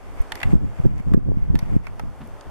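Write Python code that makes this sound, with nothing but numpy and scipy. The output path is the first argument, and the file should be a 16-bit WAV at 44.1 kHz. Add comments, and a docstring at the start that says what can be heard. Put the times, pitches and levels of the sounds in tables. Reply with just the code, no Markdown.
"""Wood scrapes, cracks and splinters as a dog tears at a rotten stump in open woodland.
Each break is a run of snapping fibres that makes the stump ring. Twigs tick and a paw thuds on soil.
Gusts buffet the camera's microphone, pushing its two channels opposite ways and overloading it.
Behind are a soft rush of air in the trees, hiss and the faint whine of the lens motor."""
import sys
import numpy as np
from scipy import signal
from scipy.fft import rfft, irfft, next_fast_len
from scipy.io import wavfile
from scipy.ndimage import uniform_filter1d, minimum_filter1d, map_coordinates

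SR = 44100
rng = np.random.default_rng(int(sys.argv[2]) if len(sys.argv) > 2 else 0)


def int16_out(signal):
    """Quantize to a 16-bit WAV file."""
    q = np.round(np.clip(np.atleast_2d(signal).T, -1, 1) * 32767)
    wavfile.write(sys.argv[1], SR, q.astype(np.int16))


N = 110250  # 2.5 seconds

# Loudness shared by the air, hiss and motor, with dips just after the hard gusts: time_s, level_db
BACKGROUND_LEVEL = [(0, -44), (.3, -40), (.53, -38), (.58, -47), (.86, -41.5), (.885, -49), (1.13, -44.5),
                    (1.16, -52), (1.54, -47), (1.6, -45), (1.76, -43), (1.785, -49), (1.99, -44),
                    (2.02, -46), (2.3, -43.5), (2.5, -42)]


def cracks(attack_s=.00028, crack_s=.0028):
    """Snapping fibres ring the stump and the piece that gives way, over a hollow knock."""
    # One row per break: start_s, ring_db, knock_db, snap_db, splinter_db, left_minus_right_db,
    # piece_hz, piece_fade_s, knock_hz, snap_hz, splinter_hz
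    breaks = [(0.3201, -24.5, -25.5, -27, -36, -3, 1760, 0.017, 906, 3310, 9700),
              (.354, -36, -39, -38.5, -38.5, -3.5, 1920, 0.015, 1020, 4400, 11300),
              (0.402, -35, -39.5, -39, -57, -2, 1970, .02, 970, 3400, 9500),
              (0.4154, -33.5, -34.5, -44.5, -69, -11, 1980, 0.0081, 1075, 3540, 6900),
              (0.4306, -18, -28, -26, -49, -0.5, 2000, 0.036, 1640, 3320, 8700),
              (1.1363, -35.5, -29.5, -42, -45.5, -1, 1670, 0.042, 1142, 3840, 13700),
              (1.5533, -33.5, -32.5, -35.5, -50, -1, 1757, 0.039, 910, 3450, 11700),
              (1.590, -38, -38.5, -37, -40.5, -1, 2120, 0.011, 1020, 4540, 12300),
              (1.8683, -35.5, -36, -50, -51, -7, 2260, 0.024, 1086, 3900, 10500),
              (1.9951, -33, -28.5, -44, -47, -3.5, 1290, 0.058, 824, 4120, 13400)]
    # Tone of the hollow knock: pitch_hz, level_db
    knock_shape = [(200, -15), (600, 2), (830, 9), (1100, -8.5), (1400, 8.5), (2200, -18), (5000, -107)]
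    # Tones of the sharp snap and the thin splinter: pitch_multiple, level_db
    snap_shape = [(.33, -37), (.83, 5), (1, 4), (1.28, 0.5), (1.67, -13.5), (2.1, -11.5), (4.2, -18)]
    splinter_shape = [(.3, 0), (.55, 4.5), (.85, 2), (1, 4.5), (1.2, -9), (1.7, -32)]
    out, t = np.zeros((2, N)), np.arange(SR // 8) / SR

    def fade(fade_s):  # a fast rise, then a fall of 60 dB in fade_s
        return amp(-60 * t / fade_s) * (1 - np.exp(-t / attack_s))

    def same_energy(x):  # as much energy as a level of 1 held for crack_s
        return x / np.sqrt(np.sum(x ** 2, -1, keepdims=True) / (crack_s * SR))

    def tone(hz, fade_s, right_phase):
        phase = 2 * np.pi * hz * t + np.array([[0], [right_phase]])
        return same_energy(np.sin(phase) * fade(fade_s))

    def fibres(fade_s, response, spiky_db=5):
        sizes = amp(spiky_db * rng.standard_normal(len(t)))
        burst = rng.standard_normal((2, len(t))) * sizes * fade(fade_s)
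        return same_energy(filtered(burst, response))

    for (start_s, ring_db, knock_db, snap_db, splinter_db, pan_db,
         piece_hz, piece_fade_s, knock_hz, snap_hz, splinter_hz) in breaks:
        piece = amp(1) * tone(piece_hz, piece_fade_s, np.pi / 2)
        ring = amp(ring_db) * same_energy(fibres(.02, stump) + piece)
        hollow = amp(-1) * tone(knock_hz, .027, np.pi / 4)
        knock = amp(knock_db) * same_energy(fibres(.027, colour(knock_shape)) + hollow)
        snap_filter = colour([(k * snap_hz, db) for k, db in snap_shape])
        snap = amp(snap_db) * fibres(.02, snap_filter)
        splinter_filter = colour([(k * splinter_hz, db) for k, db in splinter_shape])
        splinter = amp(splinter_db) * fibres(.014, splinter_filter)
        pan = amp([[pan_db / 2], [-pan_db / 2]])
        add(out, start_s, (ring + knock + snap + splinter) * pan)
    return out


def stump(hz):
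    """The stump acts as a filter that favours the few pitches it rings at."""
    # The wood's ringing pitches: pitch_hz, width_hz, level_db
    rings = [(1560, 120, -26), (1840, 420, 7), (2096, 240, 9.5), (2400, 98, 6.5), (2730, 130, 1.5),
             (3240, 35, -48)]
    return sum((-1) ** k * amp(db) * 1j * hz * width / (pitch ** 2 - hz ** 2 + 1j * hz * width)
               for k, (pitch, width, db) in enumerate(rings))


def scrapes():
    """Teeth and claws drag over crumbling wood."""
    # One row per scrape: middle_s, length_s, level_db
    strokes = [(.07, 0.09, -53), (0.197, 0.046, -46), (0.384, 0.066, -43), (0.474, 0.063, -61),
               (0.514, 0.014, -40.5), (0.824, 0.4, -56), (0.989, 0.024, -49.5), (1.426, 0.096, -55),
               (1.645, 0.11, -50), (1.73, 0.0076, -42.5), (1.76, 0.029, -48), (1.864, 0.042, -46)]
    # Tone of the scraping: pitch_hz, level_db
    shape = [(900, 3), (1600, -3.5), (2200, 4), (2600, -2.5), (3300, -16), (5200, -18.5), (7000, -19.5),
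             (12000, -22), (15500, -25)]
    return grainy_strokes(strokes, shape, grainy_db=4, alike=-.48)


def twigs():
    """Thin twigs break with one tick each."""
    # One row per twig: start_s, level_db, pitch_hz
    breaks = [(0.981, -52, 6000), (2.2742, -43.5, 11500), (2.4104, -38, 3950)]
    out = np.zeros((2, N))
    for start_s, db, hz in breaks:
        add(out, start_s, tick(db, hz))
    return out


def rustles():
    """Dry litter shifts on the woodland floor."""
    # One row per rustle: middle_s, length_s, level_db
    strokes = [(.185, .07, -68), (.218, 0.0076, -55), (2.22, 0.12, -69.5)]
    # Tone of the dry litter: pitch_hz, level_db
    shape = [(2000, -38), (6000, -2), (12000, 0), (14000, -8), (15500, -22)]
    return grainy_strokes(strokes, shape, grainy_db=3.5, alike=.55)


def paw(start_s=2.204, level_db=-33.5, rise_s=.0033, fade_s=.27):
    """A paw lands in loose earth with a dull thud."""
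    # Tone of the thud: pitch_hz, level_db
    shape = [(15, -48), (60, -4), (130, -9), (210, 0.5), (300, -11), (450, -35), (1200, -27), (4000, -41.5),
             (15000, -88)]
    t = np.maximum(np.arange(N) / SR - start_s, 0)
    level = amp(level_db - 60 * t / fade_s) * (1 - np.exp(-t / rise_s))
    return level * steady(noise(shape, alike=.9), span_s=.0175)


def trunk_echo(x, level_db=-19, fade_s=.35):
    """Tree trunks scatter the sound back as a weak, short echo."""
    t = np.arange(SR // 3) / SR
    tail = rng.standard_normal((2, len(t))) * amp(-60 * t / fade_s)
    tail /= np.linalg.norm(tail[0])
    return amp(level_db) * signal.fftconvolve(x, tail, axes=1)[:, :N]


def wind(strong_db=-15, eddies_per_s=70):
    """Stronger wind makes smaller, faster swirls (eddies), so it brightens as it swells."""
    # Wind strength at the microphone: time_s, level_db
    strength = [(0.0, -49), (0.04, -42.5), (0.1, -35), (0.15, -37), (0.2, -39), (0.31, -42), (0.35, -34),
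                (0.4, -61), (0.455, -16), (0.505, -22), (0.56, -12.5), (0.59, -24), (0.65, -17),
                (0.69, -27.5), (0.77, -40), (0.8, -21.5), (0.82, -34.5), (0.855, -6.5), (0.88, -22),
                (1.01, -24.5), (1.03, -41), (1.07, -16.5), (1.18, -13.5), (1.2, -28), (1.24, -23.5),
                (1.29, -15.5), (1.43, -27.5), (1.48, -23.5), (1.55, -14), (1.61, -33.5), (1.67, -24.5),
                (1.755, -13.5), (1.78, -25.5), (1.84, -36), (1.9, -31), (1.98, -34.5), (2.07, -26),
                (2.17, -47), (2.19, -40), (2.24, -42), (2.26, -43), (2.34, -34), (2.44, -59), (2.47, -34),
                (2.5, -34)]
    # Tones of the large, middle and small eddies: pitch_hz, level_db
    rumble = [(4, -86), (14, 10.5), (26, 2), (45, 2.5), (80, 1), (130, -5), (250, -27.5), (600, -49.5),
              (1500, -100)]
    body = [(40, -41), (90, -3), (190, -7), (280, -15.5), (450, -31.5), (900, -77), (3000, -120)]
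    flutter = [(120, -10.5), (260, 1.5), (390, -5), (560, -11.5), (800, -33), (1300, -40.5), (4000, -110)]
    gust_db = curve(strength) - strong_db
    eddy_count = np.arange(N) * eddies_per_s / SR
    # The smaller eddies come in random lumps.
    lumps = np.tanh(map_coordinates(rng.standard_normal(1000), [eddy_count], mode="wrap"))

    def layer(shape, db, growth, span_s, lumps_db):  # db in a strong gust; growth in dB per dB of wind
        level = amp(db + growth * gust_db + lumps_db * lumps)
        return level * steady(noise(shape, alike=-.9), span_s)

    return (layer(rumble, db=-18.5, growth=.8, span_s=.03, lumps_db=0)
            + layer(body, db=-21.5, growth=1.1, span_s=.02, lumps_db=3)
            + layer(flutter, db=-31.5, growth=1.45, span_s=.025, lumps_db=6))


def buffets(left_lag_s=.00028, left_db=-.8, skew=.12, overload_db=2):
    """Single eddies hit the microphone; the hardest overload it with a tick."""
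    # One row per eddy: middle_s, peak_db, half_width_ms
    hits = [(.5395, 3.5, 1.1), (.8675, 4, 1.5), (1.1466, 2.2, .9), (1.7662, 6, 1.15), (.207, -6.5, 4.8),
            (.4761, -6.5, 2.13), (.5335, -1, 1.2), (.5565, 0, 1.9), (.802, -11, 2), (.854, -3, .9),
            (.8595, -4, .9), (1.1205, -5, 1.1), (1.141, -1.5, 1.7), (1.1775, -3, 1.3), (1.289, -13, .7),
            (1.319, -11, .7), (1.373, -6, 1.4), (1.428, -9, 7), (1.504, -2.5, 1.97), (1.546, -5, 1),
            (1.559, -5, 1.3), (1.629, -7.5, 1.82), (2.037, -14.5, 1.31)]
    t = np.arange(N) / SR - np.array([[left_lag_s], [0]])  # an eddy reaches the left side later
    out = np.zeros((2, N))
    for middle_s, db, half_width_ms in hits:
        offset = (t - middle_s) * 1000 / half_width_ms
        offset /= 1 + skew * np.tanh(offset)  # it arrives faster than it leaves
        # One push of pressure, with a rebound on either side.
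        out += amp(db) * (1 - offset ** 2 / 2) * np.exp(-offset ** 2 / 2)
        if db > overload_db:
            add(out, middle_s, tick(db=-43, hz=8500))
    return out * np.array([[amp(left_db)], [-1]])  # the channels move opposite ways


def air_and_hiss():
    """Air rushes softly in the trees, with a fine hiss above it."""
    # Tones of the air and the hiss: pitch_hz, level_db
    air_shape = [(30, 3.5), (150, -11), (300, -4.5), (750, -3.5), (1200, -8.5), (2000, -17), (3500, -29),
                 (6000, -50), (15000, -68)]
    hiss_shape = [(500, -32), (2500, 7), (5000, 3.5), (7000, 1.5), (11000, -2.5), (13500, -4), (14500, -32),
                  (15500, -34)]
    air = amp(-2) * noise(air_shape, alike=.57)
    hiss = amp(-19) * noise(hiss_shape, alike=.13)
    return amp(curve(BACKGROUND_LEVEL)) * (air + hiss)


def lens_motor(waver_hz=25, ramp_s=.02):
    """The lens motor makes a thin, unsteady whine that rises and dips with the background."""
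    # One row per whine: start_s, end_s, start_hz, end_hz, level_db (relative to the background)
    whines = [(0, .6, 8200, 8330, -29), (.35, .6, 7600, 7330, -30.5), (.6, 1.13, 7310, 7330, -30.5),
              (.6, 2.5, 8370, 8530, -32.5)]
    t, out = np.arange(N) / SR, np.zeros(N)
    for start_s, end_s, start_hz, end_hz, db in whines:
        hz = np.interp(t, [start_s, end_s], [start_hz, end_hz]) + waver_hz * wobble(300)
        on_off = np.clip(np.minimum(t - start_s, end_s - t) / ramp_s, 0, 1)
        out += amp(db) * on_off * np.sin(2 * np.pi * np.cumsum(hz) / SR)
    return out * amp(curve(BACKGROUND_LEVEL))


def grainy_strokes(strokes, shape, grainy_db, alike):
    """Short swells of noise, roughened by a fast flicker in level."""
    t = np.arange(N) / SR
    level = sum(amp(db) * np.exp(-2 * ((t - middle_s) / length_s) ** 2)
                for middle_s, length_s, db in strokes)
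    grains = amp(grainy_db * wobble(130))
    return level * unit(grains * noise(shape, alike))


def tick(db, hz, fade_s=.0087, width_octaves=.71):
    """One dry tick of noise around a pitch."""
    t = np.arange(SR // 20) / SR
    band = lambda f: np.exp(-(np.log2((f + 1) / hz) / width_octaves) ** 2 / 2)
    return amp(db - 60 * t / fade_s) * unit(filtered(rng.standard_normal((2, len(t))), band))


def amp(db):
    """Turn decibels into a number to multiply by."""
    return 10 ** (np.asarray(db) / 20)


def unit(x):
    """Scale to an average level (rms) of 1."""
    return x / np.sqrt(np.mean(x ** 2) + 1e-20)


def wobble(samples):
    """A random wander of level 1; more samples make it slower."""
    return unit(uniform_filter1d(rng.standard_normal(N), size=samples))


def curve(rows):
    """Join (time_s, value) rows with straight lines, one value per sample."""
    return np.interp(np.arange(N) / SR, *np.transpose(rows))


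def filtered(x, response):
    """Turn each pitch in x up or down by response(hz)."""
    n = x.shape[-1]
    padded = 2 * next_fast_len(n // 2 + 4096)
    hz = np.fft.rfftfreq(padded, 1 / SR)
    return irfft(rfft(x, padded) * response(hz), padded)[..., :n]


def colour(shape):
    """A filter through (pitch_hz, level_db) points that rings only after a hit, never before."""
    def response(hz):
        pitches, db = np.transpose(shape)
        gain = amp(np.interp(np.log(hz + 1), np.log(pitches), db))
        cepstrum = irfft(np.log(gain))
        half = len(cepstrum) // 2
        cepstrum[1:half] *= 2  # move what would come before the hit to after it
        cepstrum[half + 1:] = 0
        return np.exp(rfft(cepstrum))
    return response


def noise(shape, alike):
    """Shaped stereo noise of level 1; alike runs from -1 (opposite channels) to 1 (the same)."""
    shared, opposed = filtered(rng.standard_normal((2, N + 4096)), colour(shape))[:, -N:]
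    angle = np.arccos(alike) / 2
    middle, side = np.cos(angle) * shared, np.sin(angle) * opposed
    return unit(np.array([middle + side, middle - side]))


def steady(x, span_s):
    """Even out the swells in a noise that are slower than span_s."""
    power = uniform_filter1d(np.mean(x ** 2, 0), int(span_s * SR))
    return x / np.sqrt(np.abs(power) + 1e-6)


def add(track, start_s, sound):
    """Mix a sound into the track at start_s."""
    part = track[:, round(start_s * SR):][:, :sound.shape[-1]]
    part += sound[..., :part.shape[-1]]


def scene():
    """The dog's work on the stump, the wind and the background."""
    wood = cracks() + twigs() + scrapes() + rustles()
    return wood + trunk_echo(wood) + paw() + wind() + buffets() + air_and_hiss() + lens_motor()


def record(dry):
    """The camera removes two narrow bands, holds down the hardest gusts and cuts the top treble."""
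    # The bands removed: pitch_hz, width_hz
    notches = [(3950, 256), (7900, 160)]
    # How the treble falls away: pitch_hz, level_db
    treble = [(14200, 0), (15600, -26)]
    ceiling, limiter_s, top_hz = .98, .004, 15600

    def notch_filter(hz):
        return np.prod([(pitch ** 2 - hz ** 2) / (pitch ** 2 - hz ** 2 + 1j * hz * width)
                        for pitch, width in notches], 0)

    notched = filtered(dry, notch_filter)
    span = int(limiter_s * SR)
    safe_gain = ceiling / np.maximum(np.abs(notched).max(0), ceiling)
    held_gain = minimum_filter1d(safe_gain, span)
    smooth_gain = uniform_filter1d(uniform_filter1d(held_gain, span), span // 2)
    treble_filter = lambda hz: amp(np.interp(hz, *np.transpose(treble))) * (hz < top_hz)
    return filtered(notched * smooth_gain, treble_filter)


dry = scene()
out = record(dry)
int16_out(out)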